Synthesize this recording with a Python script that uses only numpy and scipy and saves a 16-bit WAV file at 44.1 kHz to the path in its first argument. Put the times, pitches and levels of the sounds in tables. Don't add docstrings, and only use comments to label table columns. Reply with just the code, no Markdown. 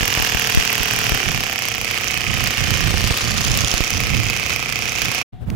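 import sys
import numpy as np
from scipy import signal
from scipy.fft import rfft, irfft
from scipy.io import wavfile

SR = 44100
rng = np.random.default_rng(int(sys.argv[2]) if len(sys.argv) > 2 else 0)


def unload_audio(sound):
    columns = np.transpose(np.atleast_2d(sound))
    steps = np.round(np.clip(columns, -1, 1) * 32767)
    wavfile.write(sys.argv[1], SR, steps.astype(np.int16))


N = 244755
T = np.arange(N) / SR
HZ = np.fft.rfftfreq(N, 1 / SR) + 0.0011
LOADED_HZ, GEAR_TEETH = 30, 21

# frequency in Hz, relative level in dB.
AIR_SPECTRUM = [(240, -44), (400, -15), (604, -23), (707, 10), (939, -27), (1230, -16.5), (3530, -14.5),
                (5040, -28), (9690, -39), (12000, -49.5), (15600, -89.5), (22000, -120)]
# frequency in Hz, relative level in dB.
BUFFET_SPECTRUM = [(18, -23.5), (35, -3), (70, -4.5), (115, -0.5), (190, -9), (280, -18), (500, -27),
                   (1500, -38), (6000, -56.5)]
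# time in seconds, left and right level in dB.
BREEZE = [(0, -36, -33.5), (1.3, -41.5, -31.5), (1.6, -39, -38.5), (2.2, -35.5, -29.5), (3.8, -30, -41),
          (4.4, -31.5, -28.5), (5.15, -41.5, -32), (5.35, -36.5, -41)]
# start and length in seconds, left and right level in dB.
GUSTS = [(0.774, 0.087, -32, -38), (0.9, 0.25, -27.5, -32), (1.234, 0.065, -44, -19),
         (1.318, 0.08, -31, -24.5), (1.752, 0.073, -45, -28.5), (2.26, 0.23, -37, -20.5),
         (2.57, 0.4, -50, -19), (2.82, 0.3, -55, -20), (3.217, 0.19, -47, -18), (3.43, 0.22, -28, -18.5),
         (3.911, 0.403, -37, -20), (4.112, 0.096, -30, -20), (5.008, 0.085, -46, -24),
         (5.315, 0.022, -35, -43), (5.394, 0.042, -22.5, -34), (5.454, .12, -27, -18)]
# time in seconds, left and right relative pressure step.
PUFFS = [(0.009, -0.43, 0.055), (0.0289, -0.031, -0.56), (0.175, 0.29, 0.2), (0.2001, -0.5, 0.25),
         (0.2247, 0.16, -0.28), (0.3487, 0.66, -0.093), (0.5485, -0.52, 0.55), (0.5742, 1.75, -1.17),
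         (0.806, 0.011, -0.56), (1.1198, -0.78, 0.053), (2.9411, 0.084, 0.72), (2.944, 0.021, -0.33),
         (3.04, 0.0042, 0.074), (3.042, 0.076, 0.74), (3.106, -0.18, 0.51), (3.111, -0.27, -0.57),
         (3.638, 0.063, -0.4), (3.644, 0.1, 0.32), (3.7396, -0.0042, -0.69), (3.806, 0.00088, 0.89),
         (5.334, 0.07, -0.052)]
# time in seconds, speed in turns (blows) per second.
CRANK_SPEED = [(0, 42.878), (.25, 40.659), (.55, 39.21), (1.1, 37.769), (1.3, 34.186), (1.6, 31.752),
               (1.95, 30.387), (2.9, 29.852), (3.3, 29.966), (4.1, 30.441), (5.23, 30.775)]
# time in seconds, then depth, binding and slack from 0 to 1.
SEATING = [(0, 0.34, 0, 0.83), (1.2, 0.32, 0.51, 0.67), (1.8, 0.57, 0, 0.57), (2.3, 0.43, 0.65, 0.93),
           (2.7, 0.18, 1, 0.67), (3.1, 0.27, 1, 1), (3.6, 0.45, 0.87, 0.3), (3.85, 0.73, 0.63, 0.7),
           (4.05, 0.7, 0.34, 0.48), (5.2, 0.75, 0.61, 0)]
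# position in turns,
# relative level of ring, scrape, crack and housing knock in dB, timing scatter in ms.
CONTACTS = [(0, -44, -1.5, -2, 14.5, 0.023), (0.06, -25, -23, -27, -26, 0.14),
            (0.185, -5.5, 0, -12, -3.5, 0.25), (0.264, -8.5, -0.5, -20, 7, 0.26),
            (0.562, -8.5, -10, -33, -7, 0.57), (.715, 3, -6, -28, -2.5, 0.04),
            (.775, -2, -2, -19, -7.5, 0.036)]
# approximate time in seconds, level change in dB.
BLOW_LEVEL_CHANGES = [(.103, -1), (.198, -1.5), (.272, -0.5), (.371, 1), (.599, -0.5), (.806, -8),
                      (.831, 2), (.909, 1.5), (1.977, 0), (2.141, -0.5), (2.572, 0.5), (3.174, 2.5),
                      (3.374, 2), (3.574, 1.5), (3.64, -24), (3.838, 3), (3.904, 4), (4.003, 2.5),
                      (4.094, -1), (4.299, 0), (4.594, -3.5), (4.692, -2.5), (4.823, 1.5), (5.017, 3)]
# multiple of the crank speed (rounded in use), level in dB with the bit shallow
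# and with it deep, change in dB at full binding.
GEAR_TONES = [(3, -36.5, -53, -2.5), (10, -46, -56, -3), (12, -44.5, -53, -1), (15, -50, -48.5, -13.5),
              (18, -63.5, -60.5, 14), (21, -38, -57, -14), (24, -47.5, -45, -8.5), (34, -64, -76, 14.5),
              (40, -56.5, -70.5, 13.5), (42, -53, -46, 3), (62, -52, -67, 8), (87.2, -50, -46.5, 5.5)]
# frequency in Hz, left and right relative level in dB.
RUSH_SPECTRUM = [(372, -8, -18), (900, -15.5, -11.5), (1250, -20.5, -5), (2000, -15.5, -4.5),
                 (2670, -9.5, 0.5), (3060, -10, -1.5), (3530, -7.5, -13.5), (4510, -10.5, -9.5),
                 (5600, -14.5, -6.5), (7210, -50, -12), (8020, -9.5, -36), (8400, -19.5, -22.5),
                 (12200, -26, -24.5), (15400, -46, -23)]
# frequency in Hz, left and right relative level in dB.
GRIND_SPECTRUM = [(2000, -14, -10), (3500, -10, -0.5), (4400, -12.5, -16), (5070, -14, 0.5),
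                  (5430, -10.5, -2), (6300, -16, 3), (6800, -17.5, -1.5), (8100, -27, -21),
                  (9600, -14, -22), (15000, -36.5, -27)]
# frequency in Hz, left and right relative level in dB.
CRACK_SPECTRUM = [(724, -8, -8.5), (1315, -14, -9.5), (2410, -23.5, -3), (2980, -13, -10.5),
                  (3880, -24, -10), (4680, -4.5, -3), (6460, -13.5, -9.5), (7340, -29, -6),
                  (7670, -12, -16.5), (9730, -13.5, -30), (11500, -12, -22.5), (13040, -16, -10.5),
                  (14800, -18, -14), (15400, -31, -11.5)]
# time in seconds, relative level in dB.
CHIPS = [(0.0557, -11), (0.2233, -17), (0.249, -17), (0.396, -11), (0.7285, -9), (0.857, -15),
         (0.9351, -14), (0.9617, -15), (0.9892, -7.5), (1.1463, -10), (1.9452, -21), (2.175, -18),
         (2.4386, -12), (3.1737, -10), (3.5738, -5), (3.904, -8), (5.0493, -15), (5.1471, -18)]
# frequency and width in Hz, relative level in dB.
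HOUSING_MODES = [(113.3, 15, 6), (196.6, 12, 7), (241.6, 37.4, 4), (351, 32, 2), (393, 80, 1.5),
                 (471.6, 48, 2), (518, 26, 1), (728, 72, 4.5), (1020, 340, -0.5), (1406, 220, 4.5)]
# frequency and width in Hz, left and right relative level in dB.
GEARCASE_MODES = [(3225, 510, 2.5, -10.5), (4880, 400, 0.5, -9), (5720, 750, -31.5, 4.5),
                  (6580, 620, -18, 1), (8360, 190, -14.5, -26)]
# frequency and width in Hz, left and right relative level in dB.
RASP_MODES = [(4620, 1200, 1, 0), (6800, 800, -10, 1.5), (11340, 1200, -25, -6.5)]
# frequency and width in Hz, left and right relative level in dB.
ZING_MODES = [(8330, 330, 0.5, -25.5), (11800, 910, -8.5, -11), (13130, 750, 3, -3.5),
              (14700, 1000, -14, -7)]
# frequency and width in Hz, relative level in dB shallow and deep.
STEEL_MODES = [(1550, 51, -4, -26), (1788, 68, 6, -26), (2008, 67, 3, 4.5), (2185, 65, 8, 6.5),
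               (2365, 54, 10, 7), (2555, 57, 5, 13.5), (2890, 120, 5, -2), (3143, 130, 4.5, -11)]
# frequency and width in Hz, relative level in dB shallow and deep.
STRIKER_MODES = [(1170, 170, -19, -10), (1980, 800, 6, -33), (2383, 520, 1.5, 21), (2766, 600, 8.5, -16.5)]


def undb(db):
    return 10 ** (np.asarray(db) / 20)


def rms(x):
    return np.sqrt(np.mean(x ** 2))


def unit(x):
    return x / rms(x)


def curves(table):
    seconds, *columns = np.transpose(table)
    return [np.interp(T, seconds, c) for c in columns]


def shape(x, response):
    return irfft(rfft(x) * response, N)


def colour(x, spectrum):
    hz, *columns = np.transpose(spectrum)
    gain = undb([np.interp(np.log(HZ), np.log(hz), c) for c in columns])
    return unit(shape(x, gain / np.sqrt(1 + (hz[0] / HZ) ** 6)))


def mode(hz, width):
    return 1 / (1 + 1j * (HZ / hz - hz / HZ) * hz / width)


def resonate(x, table):
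    modes = np.array([mode(hz, width) ** 2 for hz, width, _, _ in table])
    return unit(shape(x, undb(np.transpose(table)[2:]) @ modes))


def ring_at_depth(push, modes, table, depth):
    shallow, deep = (unit(shape(push, undb(db) @ modes)) for db in np.transpose(table)[2:])
    return (1 - depth) * shallow + depth * deep


def disperse(x, ms, step_hz):
    knots = np.arange(0, SR / 2, step_hz)
    delay = np.interp(HZ, knots, np.resize(rng.random(1024), len(knots))) * ms / 1000
    return shape(x, np.exp(-2j * np.pi * np.cumsum(delay) * SR / N))


def noise(shared):
    return np.sqrt(shared) * rng.standard_normal(N) + np.sqrt(1 - shared) * rng.standard_normal((2, N))


def drift(rate_hz):
    return 1.1 * np.interp(T * rate_hz, np.arange(4096), rng.standard_normal(4096))


def clicks(times, sizes):
    return np.bincount(np.clip(np.ravel(times) * SR, 0, N - 1).astype(int), np.ravel(sizes), N)


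def bursts(times, sizes, decay_ms):
    power = signal.lfilter([1], [1, -np.exp(-2000 / (decay_ms * SR))], clicks(times, np.square(sizes)))
    return np.sqrt(power + 1e-18)


def spell(start_s, length_s, edge_s):
    return np.clip(np.minimum(T - start_s, start_s + length_s + edge_s - T) / edge_s, 0, 1)


def open_air(air_db=-53, drone_db=-59, tick_s=5.502, tick_db=-25):
    tick = bursts([tick_s], [undb(tick_db)], decay_ms=1.2) * unit(shape(noise(0.43), mode(2300, 2300)))
    drone = unit(shape(noise(0.99), mode(hz=740, width=70) ** 2))
    return colour(noise(0.58), AIR_SPECTRUM) * undb(air_db) + drone * undb(drone_db) + tick


def wind(flurry_db=1.5, flurry_hz=14):
    power = undb(curves(BREEZE)) ** 2
    for start, length, *ports_db in GUSTS:
        power += (undb(ports_db)[:, None] * spell(start, length, edge_s=0.026)) ** 2
    return colour(noise(0), BUFFET_SPECTRUM) * np.sqrt(power) * undb(flurry_db * drift(flurry_hz))


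def thumps(fall_ms=9, low_cut_hz=32, soft_hz=900):
    times, *ports = np.transpose(PUFFS)
    steps = signal.lfilter([1], [1, -np.exp(-1000 / (fall_ms * SR))], [clicks(times, p) for p in ports])
    swings = signal.sosfilt(signal.butter(3, low_cut_hz, "high", fs=SR, output="sos"), steps)
    return shape(swings, 1 / (1 + 1j * HZ / soft_hz))


def gear_whine(turns, depth, binding, waver_db=3, wobble_rad=0.95):
    whine = np.zeros(N)
    for multiple, shallow_db, deep_db, bind_db in GEAR_TONES:
        db = shallow_db + (deep_db - shallow_db) * depth + bind_db * binding
        db += waver_db * (drift(9.8) + drift(2.7) / 2)
        phase = 2 * np.pi * round(multiple) * turns + wobble_rad * drift(60)
        whine += np.sqrt(2) * undb(db) * np.sin(phase)
    return whine


def gear_rattle(turns, stroke_db=3, hardest_turn=0.64, scatter_db=6.5, play_ms=0.035):
    turn = np.arange(int(turns[-1] * GEAR_TEETH)) / GEAR_TEETH
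    timing, force = rng.standard_normal((len(turn), 2)).T
    times = np.interp(turn, turns, T) + timing * play_ms / 1000
    sizes = undb(stroke_db * np.cos(2 * np.pi * (turn - hardest_turn)) + scatter_db * force)
    return resonate(clicks(times, sizes), GEARCASE_MODES)


def fan_rush(turns, flutter_db=2.85, rub_gain=0.39, tooth_db=2.5):
    wear = rng.standard_normal((2, 512))
    rub = np.array([np.interp(turns % 1, np.linspace(0, 1, 512), track) for track in wear])
    chop_db = -tooth_db * np.cos(2 * np.pi * GEAR_TEETH * turns)
    air = noise(0.25) + rub_gain * rub
    return colour(air * undb(flutter_db * drift(300) + chop_db), RUSH_SPECTRUM)


def housing_buzz(times, sizes, ring_ms=2.1, lag_ms=0.26, lead_ms=1.604):
    body = sum((-1) ** k * undb(db) * mode(hz, width) for k, (hz, width, db) in enumerate(HOUSING_MODES))
    ports = np.exp(-2j * np.pi * HZ * np.array([[lag_ms / 1000], [0]]))
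    knocks = disperse(clicks(times - lead_ms / 1000, sizes), ring_ms, step_hz=394)
    return unit(shape(knocks, ports * body / (1 + (HZ / 1700) ** 6)))


def thin_crack(envelope, low_cut_hz):
    crack = colour(envelope * noise(0.05), CRACK_SPECTRUM)
    return unit(shape(crack, 1 / (1 + (low_cut_hz / HZ) ** 6)))


def crumbs(count=2200, spread_db=4):
    when, chance = rng.random((count, 2)).T
    sizes = undb(-spread_db * np.log(np.maximum(chance, .03)))
    return thin_crack(bursts(when * T[-1], sizes, decay_ms=1), low_cut_hz=8000)


def chips(trim_db=-2.5):
    times, db = np.transpose(CHIPS)
    envelope = bursts(times, undb(db + trim_db), decay_ms=1.7)
    return thin_crack(envelope, low_cut_hz=7500) * rms(envelope)


def shank_rasp(times, sizes, level_db=-34):
    tilt = spell(start_s=2.92, length_s=0.91, edge_s=0.21)
    return resonate(bursts(times, sizes, decay_ms=4) * noise(0.52), RASP_MODES) * undb(level_db) * tilt


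def flute_grind(times, sizes, grain=0.55, lead_ms=0.4):
    envelope = bursts(times - lead_ms / 1000, sizes, decay_ms=1.6)
    return colour(envelope * np.exp(grain * drift(640)) * noise(0.46), GRIND_SPECTRUM)


def concrete_crack(times, sizes, level_db, grain=0.23, lead_ms=0.3):
    envelope = unit(bursts(times - lead_ms / 1000, sizes, decay_ms=1.5)) * undb(level_db)
    grit = np.exp(grain * drift(640)) * noise(0.082)
    return colour(envelope * grit, CRACK_SPECTRUM) * rms(envelope)


def bit_zing(times, sizes, scatter_db=3, lead_ms=0.65, grip_s=0.82, grip_over_s=2.7, grip_db=-9):
    uneven = sizes * undb(scatter_db * rng.standard_normal(sizes.shape))
    envelope = bursts(times - lead_ms / 1000, uneven, decay_ms=2.2)
    grip = np.clip((T - grip_s) / grip_over_s, 0, 1)
    return resonate(envelope * noise(0.5), ZING_MODES) * undb(grip_db * grip)


def steel_ring(times, sizes, depth, looseness=0.63, contact_ms=3.405, lead_ms=1.44):
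    times = times - lead_ms / 1000
    regular = unit(disperse(clicks(times, sizes), contact_ms, step_hz=157.6))
    loose = unit(bursts(times, sizes, contact_ms) * noise(0.086))
    band = 1 / (1 + (1350 / HZ) ** 8) / (1 + (HZ / 3500) ** 12)
    push = shape(regular + looseness * loose, band)
    modes = np.array([(-1) ** k * mode(hz, width) for k, (hz, width, _, _) in enumerate(STEEL_MODES)])
    return ring_at_depth(push, modes, STEEL_MODES, depth)


def striker_blow(times, sizes, depth, lead_ms=0.884, sweep_ms_per_khz=0.44,
                 bounce_gain=0.25, bounce_ms=1.294, sooner_ms=0.53):
    centre_hz = STRIKER_MODES[2][0]
    sweep = np.exp(-1j * np.pi * sweep_ms_per_khz * ((HZ - centre_hz) / 1000) ** 2)
    modes = np.array([mode(hz, width) ** 2 for hz, width, _, _ in STRIKER_MODES])
    modes *= sweep / (1 + (HZ / 3700) ** 12)
    times = times - lead_ms / 1000
    bounces = times + (bounce_ms - sooner_ms * np.interp(times, T, depth)) / 1000
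    push = clicks(times, sizes) + bounce_gain * clicks(bounces, sizes)
    return ring_at_depth(push, modes, STRIKER_MODES, depth)


def contacts(turns, speed, binding, slack, blow_scatter_db=0.9, light_scatter_db=1.5,
             crush_scatter_db=2.2, bind_db=4, float_db_per_octave=-14):
    turn, *db, spread_ms = np.transpose(CONTACTS)
    whole_turns = np.arange(int(turns[-1]))[:, None]
    chance = rng.standard_normal((len(whole_turns), 6, len(turn))).swapaxes(0, 1)
    times = np.interp(whole_turns + turn, turns, T)
    scatter_db = np.where(turn > 0, light_scatter_db, blow_scatter_db)
    sizes = undb(np.array(db)[:, None] + chance[1:5] * scatter_db)
    for time, change_db in BLOW_LEVEL_CHANGES:
        nearest = np.argmin(abs(times[:, 0] - time))
        sizes[:3, nearest, 0] *= undb(change_db)
    ring, scrape, crack, knock = sizes
    crack *= undb(crush_scatter_db * chance[5])
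    bind = undb(bind_db * np.interp(times, T, binding))
    ring[:, 1:-2] *= bind[:, 1:-2]
    scrape[:, :-2] *= bind[:, :-2]
    ring[:, -2:] *= np.interp(times[:, -2:], T, slack)
    fade = undb(float_db_per_octave * np.log2(np.interp(times[:, 2], T, speed) / LOADED_HZ))
    scrape[:, 2] *= fade
    crack[:, 2] *= fade
    return times, chance[0] * spread_ms / 1000, (ring, scrape, crack, knock)


def drill(first_blow_turn=.381, jam_ring_db=-5.5, jam_grind_db=6, jam_rush_db=1,
          ring_pan_db=-17.5, housing_pan_db=-2, whine_pan_db=-3.6):
    speed, = curves(CRANK_SPEED)
    turns = np.cumsum(speed) / SR - first_blow_turn + 0.0035 * drift(12)
    depth, binding, slack = np.clip(curves(SEATING), 0, 1)
    jam = spell(start_s=3.025, length_s=0.73, edge_s=0.37)
    pan = np.array([[0.5], [-0.5]])
    swing_db = pan * 6 * spell(start_s=2.81, length_s=0.34, edge_s=0.13)
    hand_db = drift(7.1)
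    motion_db = hand_db + swing_db
    crank_times, play, (ring, scrape, crack, knock) = contacts(turns, speed, binding, slack)
    times = crank_times + play

    def level(loaded_db, octave_db, bind_db=0):
        return loaded_db + octave_db * np.log2(speed / LOADED_HZ) + bind_db * binding

    blow = striker_blow(times[:, 0], ring[:, 0], depth) * undb(1.4 - 4 * binding - 4.2 * depth)
    steel = steel_ring(times, ring, depth) * undb(-7 + 8.5 * depth)
    out = (blow + steel) * undb(level(-31, 0.62, 1.9) + jam_ring_db * jam + pan * ring_pan_db + swing_db)
    out += concrete_crack(times, crack, level(-32, 5.6, 1) + hand_db) + chips()
    out += bit_zing(times, crack) * undb(level(-38.5, 6))
    out += gear_rattle(turns) * undb(level(-35, 12))
    out += flute_grind(times, scrape) * undb(level(-34.5, 2.1, 1.45) + jam_grind_db * jam + motion_db)
    out += fan_rush(turns) * undb(level(-28.5, 9.5, 4.05) + jam_rush_db * jam + motion_db)
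    out += crumbs() * undb(level(-45, 12)) + shank_rasp(times, scrape)
    out += housing_buzz(crank_times, knock) * undb(level(-36, 8.7, 4.3) + pan * housing_pan_db)
    return out + gear_whine(turns, depth, binding) * undb(pan * whine_pan_db)


def scene(cut_s=5.231, resume_s=5.322):
    before = np.clip((cut_s - T) / 0.016, 0, 1)
    after = np.clip((T - resume_s) / 0.01, 0, 1)
    return drill() * before + (wind() + thumps() + open_air()) * (before + after)


def record(dry, top_hz=15700):
    low_pass = signal.ellip(8, .2, 70, top_hz, fs=SR, output="sos")
    return signal.sosfilt(low_pass, np.clip(dry, -1, 1))


dry = scene()
out = record(dry)
unload_audio(out)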